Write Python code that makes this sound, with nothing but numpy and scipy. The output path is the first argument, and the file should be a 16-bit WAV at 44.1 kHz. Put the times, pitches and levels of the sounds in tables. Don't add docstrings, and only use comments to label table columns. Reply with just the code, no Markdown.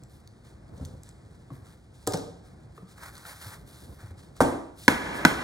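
import sys
import numpy as np
from scipy import signal
from scipy.fft import rfft, irfft, next_fast_len
from scipy.io import wavfile
from scipy.ndimage import uniform_filter1d, minimum_filter1d, map_coordinates

SR = 44100
rng = np.random.default_rng(int(sys.argv[2]) if len(sys.argv) > 2 else 0)


def wav_out(sig):
    wavfile.write(sys.argv[1], SR, np.round(np.clip(np.atleast_2d(sig).T, -1, 1) * 32767).astype(np.int16))


N = 239725


def holdfast_blows():
    blows = [(4.88, 24.5, 16.5), (5.2503, 20.5, 12.5)]
    modes = [(166.7, -3.5, 0.045), (252.4, 3, 0.027), (318, 1, 0.026), (467, -12, 0.011), (683, -4, 0.018),
             (830, -4.5, 0.022), (970, -1, 0.034), (1300, -12.5, 0.028), (1514, 0, 0.032),
             (1671, -1.5, 0.034), (2000, 0, 0.011), (2210, -8, 0.015), (3330, -10.5, 0.018),
             (4170, -11.5, 0.016), (5420, -16, 0.016), (6650, -12, 0.015)]
    colour = [(25, -18), (60, 2), (200, 0), (700, -1.5), (1700, -4), (2800, -10.5), (4500, -18.5),
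              (8000, -21.5), (11000, -21.5), (16000, -32.5)]
    sound = knocks(blows, modes, colour, crack_t60=0.039, rise_cycles=0.98,
                   ring_room_db=-12.5, crack_room_db=-2.0)
    return sound * amp([[-9.3], [-8.7]])


def mallet_tap():
    tap = [(4.4045, -12, -17.5)]
    modes = [(72.8, -25.5, 1), (270, -10, 0.1), (351, -18, 0.19), (499, -7.5, 0.21), (560, -4.5, 0.092),
             (661, 5.5, 0.034), (790, -29, .06), (977, -6, 0.031), (1160, -2, 0.038), (1402, -12, 0.076),
             (1555, -11, 0.082), (1870, -16, 0.044)]
    colour = [(25, -3), (120, 2), (800, 7.5), (1600, -8.5), (2500, -16), (5000, -21.5), (9500, -18.5),
              (16000, -36)]
    sound = knocks(tap, modes, colour, crack_t60=0.08, rise_cycles=0.81,
                   ring_room_db=-8.5, crack_room_db=1.5)
    return sound * amp([[-2.4], [-1.1]])


def clamp_landing():
    landing = [(2.072, -24.5, -26.5), (2.0755, -20, -25), (2.135, -26, -25), (2.14, -27, -25.5),
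               (2.154, -30.5, -35)]
    modes = [(109, -10, 0.2), (284, -2.5, 0.078), (420, -0.5, 0.034), (467.5, 2, 0.069), (577, -0.5, 0.048),
             (746, -5, 0.14), (895, -12.5, 0.067), (1240, -16.5, 0.13), (1585, -16.5, 0.056)]
    colour = [(30, -2), (150, 10.5), (700, 9.5), (1400, -1), (2300, -11), (4000, -2.5), (7500, -7),
              (10000, -10.5), (16000, -32)]
    return amp(-7) * knocks(landing, modes, colour, crack_t60=0.028, rise_cycles=0.62,
                            ring_room_db=-1.0, crack_room_db=-3.0)


def knocks(contacts, modes, colour, crack_t60, rise_cycles, ring_room_db, crack_room_db):
    out, t = np.zeros((2, N)), np.arange(SR // 3) / SR
    smooth = unit(coloured(signal.unit_impulse(len(t)), colour))
    for start_s, knock_db, crack_db in contacts:
        ring = np.zeros(len(t))
        for hz, db, t60 in modes:
            swell = 1 - np.exp(-(t * hz / rise_cycles) ** 2)
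            detuned_hz = hz * (1 + 0.0095 * rng.normal())
            envelope = amp(db + rng.normal()) * swell * fade(t, t60)
            ring += envelope * np.sin(2 * np.pi * detuned_hz * t + rng.uniform(0, 2 * np.pi))
        burst = rng.standard_normal(len(t)) * fade(t, crack_t60)
        crack = amp(crack_db) * punch(coloured(burst, colour))
        add(out, start_s, amp(knock_db) * punch(ring), ring_room_db)
        add(out, start_s, crack, crack_room_db, spread=smooth * np.std(crack))
    return out


def clamp_clicks(gain_db=-7, ring_db=-6, ring_t60=0.021, room_db=-9):
    clicks = [(0.0358, -50, 7500), (0.275, -48.5, 4470), (0.7793, -56, 6100), (0.8505, -41.5, 6230),
              (0.856, -48, 7360), (1.034, -46, 7700), (1.0905, -48, 7650), (2.068, -35, 5460),
              (2.074, -22.5, 7600), (2.123, -34, 4860), (2.136, -31.5, 5600), (2.173, -37.5, 6000),
              (3.1537, -46.5, 4310), (3.1677, -47, 4100), (3.1798, -45, 8600), (4.4134, -30.5, 8500),
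              (4.4215, -31, 5660)]
    out, t = np.zeros((2, N)), np.arange(SR // 8) / SR
    for start_s, db, hz in clicks:
        burst = rng.standard_normal(len(t)) * fade(t, t60=0.01)
        snap = coloured(burst, [(500, 5), (2000, 8), (hz, 20), (15000, 4)])
        ring = np.sin(2 * np.pi * hz * t) * fade(t, ring_t60)
        click = punch(punch(snap) + amp(ring_db) * punch(ring))
        add(out, start_s, amp(db + gain_db) * click, room_db)
    return out


def bumps(gain_db=-6, scuff_db=-6, room_db=-5):
    contacts = [(0.024, -42.5, 118), (0.7974, -41.5, 510), (0.809, -31.5, 81), (0.812, -40, 265),
                (0.825, -36.5, 142.5), (1.5035, -46, 1096), (1.5043, -37, 277), (1.516, -35.5, 127),
                (2.139, -26, 167), (2.778, -44, 1224), (2.782, -45, 453), (2.824, -38, 182),
                (3.252, -39.5, 1370), (3.457, -40.5, 107.3), (4.03, -39.5, 96), (4.105, -35, 91.2),
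                (4.415, -12.5, 282), (4.463, -24, 328), (4.525, -22, 329)]
    out, t = np.zeros((2, N)), np.arange(SR // 3) / SR
    for start_s, db, hz in contacts:
        decay = fade(t, t60=0.083 * (194 / hz) ** 0.64)
        body = np.sin(2 * np.pi * hz * t) * decay * (1 - np.exp(-t * hz))
        burst = rng.standard_normal(len(t)) * decay
        scuff = coloured(burst, [(30, -15), (hz, 0), (3 * hz, -13), (16000, -62)])
        add(out, start_s, amp(db + gain_db) * (punch(body) + amp(scuff_db) * punch(scuff)), room_db)
    return out


def scraping(grain_db=3):
    drags = [(0.725, 0.025, -43.5), (0.81, .05, -44.5), (0.93, 0.024, -43.5), (3.83, 0.098, -45)]
    slips = unit(amp(grain_db * wobble(80)))
    wood = rush([(30, -36), (60, 10), (150, 4.5), (280, -5), (600, -9), (1400, -23),
                 (3000, -58), (8000, -48)])
    return amp(strokes(drags, attack_s=0.044, release_s=0.11)) * slips * wood


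def clothes(grain_db=1.56, mono=0.69, rest_rub_db=-74, rest_hiss_db=-73):
    swishes = [(0.098, 0.074, -82, -68, -73), (0.45, 0.038, -64.5, -64.5, -79),
               (0.759, 0.15, -71, -66, -80), (1.045, 0.055, -68.5, -64.5, -82), (1.25, 0.19, -81, -75, -90),
               (1.531, 0.041, -64, -68, -72), (1.657, 0.078, -63, -64, -73.5),
               (1.947, 0.088, -74, -64.5, -77), (2.459, .015, -64, -65.5, -79), (2.766, .01, -66, -67, -72),
               (2.892, .04, -64.5, -61, -71), (2.978, 0.036, -53, -59, -66),
               (3.034, 0.026, -46, -52, -57.5), (3.122, 0.1, -55.5, -59, -65),
               (3.264, 0.036, -45, -48, -51), (3.363, 0.042, -55.5, -54.5, -58),
               (3.425, 0.054, -47, -48.5, -51.5), (3.523, 0.016, -49, -53.5, -58),
               (3.675, .18, -62.5, -59, -63.5), (3.895, 0.047, -66, -65.5, -67),
               (3.994, 0.079, -55.5, -61.5, -72), (4.184, 0.051, -65, -60.5, -74),
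               (4.367, 0.014, -62, -58, -69), (4.789, 0.073, -62.5, -51.5, -57),
               (5.15, 0.024, -58, -45, -48)]
    # frequency_hz, level_db
    rub_colour = [(200, -49), (450, 1), (800, 5), (1500, 8.5), (2300, 0.5), (3200, -25), (5000, -16),
                  (12000, -17)]
    hiss_colour = [(1500, -15.5), (2700, 1), (4200, 5), (6000, 0), (9500, 0.5), (12000, -18), (16000, -15)]
    fizz_colour = [(6000, -25), (9500, 9), (12500, 8), (16000, -1)]
    start_s, length_s, *levels = np.transpose(swishes)
    rub_gain, hiss_gain, fizz_gain = [
        amp(strokes(zip(start_s, length_s, db), attack_s=0.03, release_s=0.097)) for db in levels]
    grain = unit(amp(grain_db * wobble(350) + 1.1 * wobble(45)))
    rub = np.hypot(rub_gain, amp(rest_rub_db)) * rush(rub_colour, mono)
    hiss = np.hypot(hiss_gain, amp(rest_hiss_db)) * rush(hiss_colour, mono)
    fizz = fizz_gain * rush(fizz_colour, mono)
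    return grain * (rub + hiss + fizz)


def workshop(rumble_db=-51.5, air_db=-77):
    rumble_colour = [(15, -21), (25, -69), (48, -0.5), (91, 0.5), (125, 0), (270, -12), (314, -10.5),
                     (550, -17.5), (593, -18), (742, -18.5), (929, -23), (1760, -29.5), (2200, -34),
                     (2860, -45), (4840, -120)]
    air = rush([(500, -21), (2000, 1), (5000, 0), (10000, -12), (11500, -29), (16000, -32)])
    return amp(rumble_db + 2.14 * wobble(5.524)) * rush(rumble_colour) + amp(air_db) * air


def add(out, start_s, sound, room_db, spread=None):
    decay_times = [(80, 0.56), (300, 0.63), (1500, 0.6), (4000, 0.57), (9000, 0.47), (16000, 0.36)]
    hz, t, spectra = signal.stft(stereo_noise(SR), SR, nperseg=256)
    tail = signal.istft(spectra * fade(t, along(decay_times, hz)[:, None]), SR, nperseg=256)[1]
    tail *= 1 - np.exp(-(np.arange(tail.shape[1]) / SR / 0.00036) ** 2)
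    spread = sound if spread is None else spread
    heard = signal.fftconvolve(spread[None], amp(room_db) * tail / np.linalg.norm(tail[0]), axes=1)
    heard[:, :len(sound)] += sound
    start = round(start_s * SR)
    out[:, start:start + heard.shape[1]] += heard[:, :N - start]


def stereo_noise(n):
    likeness = [(60, .995), (130, .97), (290, .65), (640, .2), (1400, .3), (2200, .75), (2800, .99),
                (4000, .9), (7000, .9), (15000, .87)]
    angle = lambda hz: np.arccos(np.clip(along(likeness, hz), -1, 1)) / 2
    weights = lambda hz: np.array([np.cos(angle(hz)), np.sin(angle(hz))])
    mid, side = filtered(rng.standard_normal((2, n)), weights)
    return np.array([mid + side, mid - side])


def rush(spectrum, mono=0):
    noise = np.sqrt(1 - mono) * stereo_noise(N) + np.sqrt(mono) * rng.standard_normal(N)
    return unit(filtered(noise, lambda hz: amp(along(spectrum, hz))))


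def strokes(rows, attack_s, release_s):
    t = np.arange(N) / SR
    power = np.zeros(N)
    for start_s, length_s, db in rows:
        away = np.maximum(start_s - t, 0) / attack_s + np.maximum(t - start_s - length_s, 0) / release_s
        near = away < 10
        power[near] += amp(db - 20 * away[near]) ** 2
    return 10 * np.log10(power + 1e-20)


def coloured(x, spectrum, size=4096):
    cepstrum = irfft(np.log(amp(along(spectrum, np.fft.rfftfreq(size, 1 / SR)))))
    cepstrum[1:size // 2] *= 2
    cepstrum[size // 2:] = 0
    impulse_response = irfft(np.exp(rfft(cepstrum)))
    return signal.fftconvolve(x, impulse_response)[:len(x)]


def filtered(x, response):
    n = x.shape[-1]
    padded = next_fast_len(n + SR // 4)
    return irfft(rfft(x, padded) * response(np.fft.rfftfreq(padded, 1 / SR)), padded)[..., :n]


def along(points, hz):
    frequencies, values = np.transpose(points)
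    return np.interp(np.log(hz + 1), np.log(frequencies + 1), values)


def wobble(rate_hz):
    knots = rng.standard_normal(int(N * rate_hz / SR) + 4)
    return map_coordinates(knots, [np.arange(N) * rate_hz / SR])


def fade(t, t60):
    return np.exp(-np.log(1000) * t / t60)


def punch(x):
    return x / np.sqrt(np.mean(x[:SR // 100] ** 2))


def unit(x):
    return x / np.sqrt(np.mean(x ** 2) + 1e-20)


def amp(db):
    return 10 ** (np.asarray(db) / 20)


def scene():
    impacts = clamp_landing() + mallet_tap() + holdfast_blows() + clamp_clicks() + bumps()
    return impacts + clothes() + scraping() + workshop()


def limiter(x, ceiling_db=-6, hold_s=0.11, release_db_per_s=95):
    power = np.abs(uniform_filter1d(np.mean(x ** 2, axis=0), size=264))
    needed_db = np.minimum(0, ceiling_db - 10 * np.log10(power + 1e-12))
    half_hold = int(hold_s * SR) // 2
    held_db = minimum_filter1d(needed_db, 2 * half_hold + 1, origin=half_hold)
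    climb_db = release_db_per_s * np.arange(N) / SR
    gain_db = np.minimum.accumulate(held_db - climb_db) + climb_db
    return x * amp(uniform_filter1d(gain_db, size=44))


def record(dry):
    twist_hz, twist_width_hz, top_hz = 2790, 1350, 16100
    pole = lambda hz: twist_hz ** 2 - hz ** 2 + 1j * hz * twist_width_hz
    left = filtered(dry[0], lambda hz: np.conj(pole(hz)) / pole(hz))
    limited = limiter(np.array([left, dry[1]]))
    rounded = limited / (1 + np.abs(limited / 0.88) ** 4) ** (1 / 4)
    return filtered(rounded, lambda hz: hz < top_hz)


dry = scene()
out = record(dry)
wav_out(out)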